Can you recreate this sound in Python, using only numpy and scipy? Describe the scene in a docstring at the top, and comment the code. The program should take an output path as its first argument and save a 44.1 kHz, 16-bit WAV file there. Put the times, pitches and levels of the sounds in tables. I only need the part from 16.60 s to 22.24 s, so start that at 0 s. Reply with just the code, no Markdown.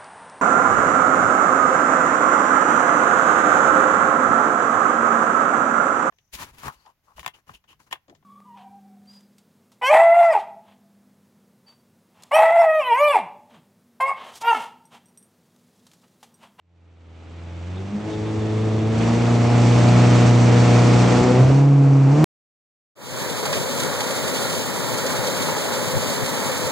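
"""A four-cylinder rally car waits at the start line, heard inside its bare cabin as the sound fades in.
Low tones boom in the body, unequal cylinders lope (beat unevenly) and each firing rasps, while valves
and intake hiss rush over it all. From about 1 s the driver raises the revs in steps; the exhaust barks
and a loose fitting chirps. From about 3 s the revs are held and the body shudders now and then.
Near 4.7 s the clutch bites: the engine strains, the exhaust barks again and the revs climb."""
import sys
import numpy as np
from scipy import signal
from scipy.fft import rfft, irfft
from scipy.io import wavfile
from scipy.ndimage import uniform_filter1d

SR = 44100
rng = np.random.default_rng(int(sys.argv[2]) if len(sys.argv) > 2 else 0)


def put_to_file(sound):
    """Save the sound as 16-bit audio at rate SR, in the file named by the first command-line argument."""
    columns = np.atleast_2d(sound).T  # one column per channel
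    safe = np.clip(columns, -1, 1)
    whole_steps = np.round(safe * 32767)
    wavfile.write(sys.argv[1], SR, whole_steps.astype(np.int16))


N = 248856
TIME = np.arange(N) / SR


# Engine speed. Each row: time in seconds, firings per second.
SPEED = [(0, 87.18), (.5, 82.83), (1.05, 86.56), (1.4, 105.5), (1.52, 107.1), (2.25, 109.4), (2.6, 117.7),
         (3.4, 120.7), (3.8, 119.7), (4.35, 120.6), (4.6, 122), (4.79, 126.2), (4.99, 139.2), (5.1, 140.4),
         (5.36, 137), (5.48, 136), (5.64, 157.9)]
def engine():
    """The crank sets the pace: gives the firing rate and a slightly wavering count of firings so far."""
    hz = curve(SPEED)
    return hz, np.cumsum(hz * (1 + .001 * walk(10))) / SR


# How hard the engine works. Each row: time in seconds, effort from 0 to 1.
EFFORT = [(0, 0.52), (.38, 0.25), (.65, 0.46), (1.42, 0.47), (1.5, 0.67), (1.6, 0.57), (2.29, 0.44),
          (2.4, 0.81), (2.8, 0.69), (3.3, .92), (3.67, 0.98), (3.75, .82), (4.05, 0.96), (4.55, 0.99),
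          (4.97, 0.48), (5.1, 0.05), (5.46, 0.19), (5.61, 0.54)]
def loudness(hz, full_db, idle_loss_db, octave_db):
    """A layer's gain: full_db at full effort and held revs, shifting as effort and speed change."""
    held_hz = 120
    return undb(full_db - idle_loss_db * (1 - curve(EFFORT)) + octave_db * np.log2(hz / held_hz))


# Moments of strain. Each row: middle in seconds, length in seconds, strength.
STRAINS = [(1.45, 0.078, 0.74), (2.56, 0.24, 0.52), (4.668, 0.11, 1.34), (5.572, 0.016, 0.7)]
def strain():
    """The engine strains as the throttle opens or the clutch bites; 0 means it runs free."""
    return sum(strength * swells([(s, length, 0)]) for s, length, strength in STRAINS)


# Tones at 1 to 4 times the firing rate. Each row: level in dB, dB lost with no effort, dB per octave
# of speed, dB added at strain 1, share of flutter, reflections in dB, left minus right in dB.
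BOOM_TONES = [(-14, -1, 4.5, -7, .025, -30, -0.8), (-23.5, 0, 2.5, 2, 0.16, -37, -0.5),
              (-38.5, 0, -7, 6.5, 0.26, -27, 0.5), (-30, 14.5, 8, 4, 0.39, -15.5, 5.5)]
# Pitches the cabin air boosts or cancels. Each row: pitch in Hz, half width in Hz, boost in dB.
CABIN = [(83.7, 0.97, -4), (86, 5, 1), (102.8, 2.26, -18.5), (127.8, 1.9, 8.5), (166.9, 3, -11),
         (206, 3.2, 13), (213.6, 0.6, -17.5), (230.8, 3, 4.5), (259.4, 3.2, -11), (323.7, 6.2, 15.5),
         (377.6, 9.8, 12), (434.5, 11, 11), (497.6, 2.2, 5.5), (560, 14, -23.5)]
def boom(firings, hz):
    """Four low tones swell and sink as they cross the cabin's standing waves; strain thins the lowest."""
    out = 0
    # at 124 firings a second the tones line up into one pressure peak; elsewhere they slip out of step
    twist = .02 * (hz - 124)
    for k, (*levels, strain_db, flutter, side_db, pan_db) in enumerate(BOOM_TONES):
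        gain = loudness(hz, *levels) * undb(lift((k + 1) * hz, CABIN) + strain_db * strain())
        wave = gain * tone(firings, k + 1, flutter) * np.exp(1j * np.pi * k * (k - 1) * twist)
        out = out + stereo(wave.real, wave.imag, side_db, pan_db)
    return out


# Tones of the uneven beat. Each row: multiple of the firing rate, relative level in dB.
LOPE_TONES = [(.5, -14.5), (0.748, -16), (1.5, 0), (1.75, -7), (2.25, -11.5), (2.5, -13), (2.75, -12),
              (3.25, -16), (3.5, -12.5), (3.75, -13), (4.253, -18.5), (4.5, -13.5), (4.75, -40)]
# Body panels that ring when a tone meets them. Each row: pitch in Hz, half width in Hz, boost in dB.
PANELS = [(312.3, 25.6, 8.5), (485, 7.8, 8.5), (703, 54, 2.5), (740, 48, 0), (858, 6.5, 7)]
def lope(firings, hz):
    """Unequal cylinders repeat every four firings, adding tones in between those of the boom."""
    out, power = 0, 0
    deep_loss_db = 23 * (1 - curve(EFFORT)) ** 2  # the deepest tones die away with little effort
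    for multiple, db in LOPE_TONES:
        deep = multiple < 2
        gain = undb(db + lift(multiple * hz, PANELS) - deep_loss_db * deep)
        wave = gain * tone(firings, multiple, flutter=.2) * np.exp(2j * np.pi * rng.random())
        side_db = -20 if deep else -5  # long waves are alike left and right
        out = out + stereo(wave.real, wave.imag * rng.choice([-1, 1]), side_db, pan_db=2)
        power = power + gain ** 2
    return out / np.sqrt(power) * loudness(hz, full_db=-20.5, idle_loss_db=14.5, octave_db=4.4)


# High tones of one exhaust pulse. Each row: multiple of the firing rate, relative level in dB.
PULSE_TONES = [(5, 4.5), (6, 2.5), (7, 0), (8, -2.5), (9, -4), (10, -5), (11, -6), (12, -8), (13, -11.5),
               (15, -10), (20, -15), (24, -29)]
def rasp(firings, hz, smear=.055):
    """Each exhaust pulse rasps, smeared in time by the pipe, boosted by the panels and by strain."""
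    multiples, levels_db = np.transpose(PULSE_TONES)
    out, power = 0, 0
    for k in range(5, 25):
        gain = undb(np.interp(k, multiples, levels_db) + lift(k * hz, PANELS))
        wave = gain * tone(firings, k, flutter=.22) * np.exp(-2j * np.pi * smear * (k - 7) ** 2)
        side = wave.imag * rng.choice([-1, 1])
        out = out + stereo(wave.real, side, side_db=-17.5, pan_db=np.interp(k, [5, 9], [3, -1]))
        power = power + gain ** 2
    level = loudness(hz, full_db=-27.5, idle_loss_db=11.3, octave_db=-1.8) * undb(1.5 * strain())
    return out / np.sqrt(power) * level


def rattle(firings, hz, size=2048):
    """Each cylinder's pulse has its own shape, so a ragged pattern comes round every four firings."""
    multiples, levels_db = np.transpose(PULSE_TONES)
    quarters = np.arange(size // 2 + 1) / 4
    between = (quarters > multiples[0]) & (quarters < multiples[-1]) & (quarters % 1 > 0)
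    # the higher the tone, the more the cylinders differ
    gain = between * undb(np.interp(quarters, multiples, levels_db) + .05 * quarters)
    patterns = irfft(gain * np.exp(2j * np.pi * rng.random((2, len(quarters)))))
    mid, side = (np.interp(firings / 4, np.arange(size) / size, p, period=1) for p in patterns)
    level = loudness(hz, full_db=-33, idle_loss_db=9.8, octave_db=.72) * undb(2.6 * walk(10))
    return stereo(unit(mid), unit(side), side_db=-10, pan_db=-2.5) * level


# Low noise of the gas. Each row: pitch in Hz, relative level in dB.
ROAR = [(60, -23), (130, 4.5), (280, -1), (480, -6), (600, -3.5), (850, -4), (1300, -12.5), (1600, -45),
        (3000, -62.5)]
def roar(firings, hz):
    """Rushing gas roars, with a puff at every firing."""
    gas = air(ROAR, side_db=-8, pan_db=.5) * puffs(firings, depth=.35, flicker_db=1)
    return gas * loudness(hz, full_db=-26.5, idle_loss_db=5.9, octave_db=4)


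# Noise of the valves. Each row: pitch in Hz, relative level in dB.
CLATTER = [(700, -24.5), (1200, 1), (1600, -3), (2300, -1), (3000, -4.5), (3600, -6.5), (4500, -14),
           (8000, -42.5)]
def clatter(firings, hz):
    """The clatter of the valves blurs into a bright rush."""
    valves = air(CLATTER, side_db=-6, pan_db=-1.5) * puffs(firings, depth=.048, flicker_db=.76)
    return valves * loudness(hz, full_db=-31, idle_loss_db=14.9, octave_db=-10)


# Noise of the intake. Each row: pitch in Hz, relative level in dB.
HISS = [(2000, -7.5), (3500, -6), (4400, 3), (5200, 1), (5800, 3), (6600, 0), (7400, -0.5), (8700, -8.5),
        (9700, -20)]
def hiss(firings, hz):
    """Air hisses as the engine sucks it in."""
    intake = air(HISS, side_db=-9.5, pan_db=-.8) * puffs(firings, depth=.086, flicker_db=.9)
    return intake * loudness(hz, full_db=-34.5, idle_loss_db=16.9, octave_db=-.41)


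# Noise of a bark. Each row: pitch in Hz, relative level in dB.
BARK_COLOUR = [(200, -35), (380, -3), (520, -3), (690, 1.5), (1100, -22), (3000, -42)]
# The barks. Each row: middle in seconds, length in seconds, level in dB.
BARKS = [(1.49, .012, -28), (4.815, 0.035, -26.5), (4.9, 0.014, -25.5), (5.62, 0.017, -45)]
def barks():
    """The exhaust barks as the throttle opens or the clutch bites."""
    return air(BARK_COLOUR, side_db=-20, pan_db=-4) * swells(BARKS)


# Deep noise of the body. Each row: pitch in Hz, relative level in dB.
RUMBLE = [(15, -21.5), (35, -17.5), (62, -11), (92, 1.5), (115, 0), (200, -15.5), (500, -60)]
# Where the mounts shake most. Each row: firing rate in Hz, half width in Hz, boost in dB.
MOUNTS = [(108, 9.3, 12)]
# The shudders. Each row: middle in seconds, length in seconds, level in dB.
SHUDDERS = [(3.22, 0.057, -43), (3.66, .03, -33), (4.61, 0.018, -33), (4.89, 0.03, -23)]
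def rumble(hz):
    """The body trembles on its mounts at middle revs and shudders as the drive takes up load."""
    tremble = loudness(hz, full_db=-39, idle_loss_db=6.6, octave_db=-7.5) * undb(lift(hz, MOUNTS))
    return air(RUMBLE, side_db=-19, pan_db=1) * (tremble + swells(SHUDDERS))


# The chirps. Each row: middle in seconds, length in seconds, level in dB.
CHIRPS = [(1.18, 0.013, -39), (1.535, 0.0097, -38), (1.685, .013, -48)]
def loose_fitting():
    """A loose fitting chirps, and buzzes faintly around 1.85 s."""
    colour = [(2000, -52), (3200, -23), (3450, -11.5), (3620, -12), (3850, -19), (6000, -79)]
    buzz = swells([(1.85, .47, -49)])
    return air(colour, side_db=-9, pan_db=-5.5) * (swells(CHIRPS) + buzz)


def tone(firings, multiple, flutter):
    """One engine tone, shaken by uneven burning; its real and imaginary parts are a quarter wave apart."""
    count = np.arange(int(firings[-1]) + 2)
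    # the unevenness carries over a few firings
    chance = uniform_filter1d(rng.standard_normal((2, len(count))), size=4)
    shake = 1 + flutter * np.interp(firings, count, unit(chance[0]) + 1j * unit(chance[1]))
    return np.sqrt(2) * shake * np.exp(2j * np.pi * multiple * firings)


def puffs(firings, depth, flicker_db):
    """Gas and valve noise swells with every firing and flickers a little."""
    return unit((1 + depth * np.cos(2 * np.pi * firings)) * undb(flicker_db * walk(35)))


def lift(hz, resonances):
    """The boost or cut in dB that a tone gets near each resonance."""
    return sum(db / (1 + ((hz - centre) / width) ** 2) for centre, width, db in resonances)


def air(colour, side_db, pan_db):
    """Noise spread through the cabin."""
    return stereo(noise(colour), noise(colour), side_db, pan_db)


def stereo(mid, side, side_db, pan_db):
    """Direct sound (mid) is alike left and right; cabin reflections (side) differ."""
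    sign = np.array([[1], [-1]])
    return (mid + sign * undb(side_db) * side) * undb(sign * pan_db / 2)


def noise(colour):
    """Noise shaped by (Hz, dB) points."""
    hz, db = np.transpose(colour)
    f = np.maximum(np.arange(N // 2 + 1) * SR / N, 1)
    gain = undb(np.interp(np.log(f), np.log(hz), db))
    return unit(irfft(rfft(rng.standard_normal(N)) * gain, N))


def walk(rate_hz):
    """Smooth random wavering of typical size 1."""
    f = np.arange(N // 2 + 1) * SR / N
    return unit(irfft(rfft(rng.standard_normal(N)) / (1 + (f / rate_hz) ** 4), N))


def swells(table):
    """A bell-shaped swell for each row, down to 61% one length either side of its middle."""
    return sum(undb(db) * np.exp(-.5 * ((TIME - s) / length) ** 2) for s, length, db in table)


def curve(table):
    """Join (seconds, value) points with straight lines."""
    return np.interp(TIME, *np.transpose(table))


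def unit(x):
    """Scale to an average power of 1."""
    return x / np.sqrt(np.mean(x ** 2))


def undb(db):
    """Decibels to gain."""
    return 10 ** (np.asarray(db) / 20)


def scene():
    """The engine, its exhaust and the shaking body sound together in the cabin."""
    hz, firings = engine()
    exhaust = lope(firings, hz) + rasp(firings, hz) + rattle(firings, hz)
    rush = roar(firings, hz) + clatter(firings, hz) + hiss(firings, hz)
    body = rumble(hz) + loose_fitting()
    return exhaust + barks() + boom(firings, hz) + rush + body


def record(dry):
    """The sound fades in over about 3 s; the onboard camera cuts the highest treble."""
    start_s, end_s, top_hz = -.094, 3.036, 9750
    fade = np.clip((TIME - start_s) / (end_s - start_s), 0, 1) ** 1.86
    return signal.sosfilt(signal.ellip(12, .2, 80, top_hz, fs=SR, output="sos"), dry * fade)


dry = scene()
out = record(dry)
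put_to_file(out)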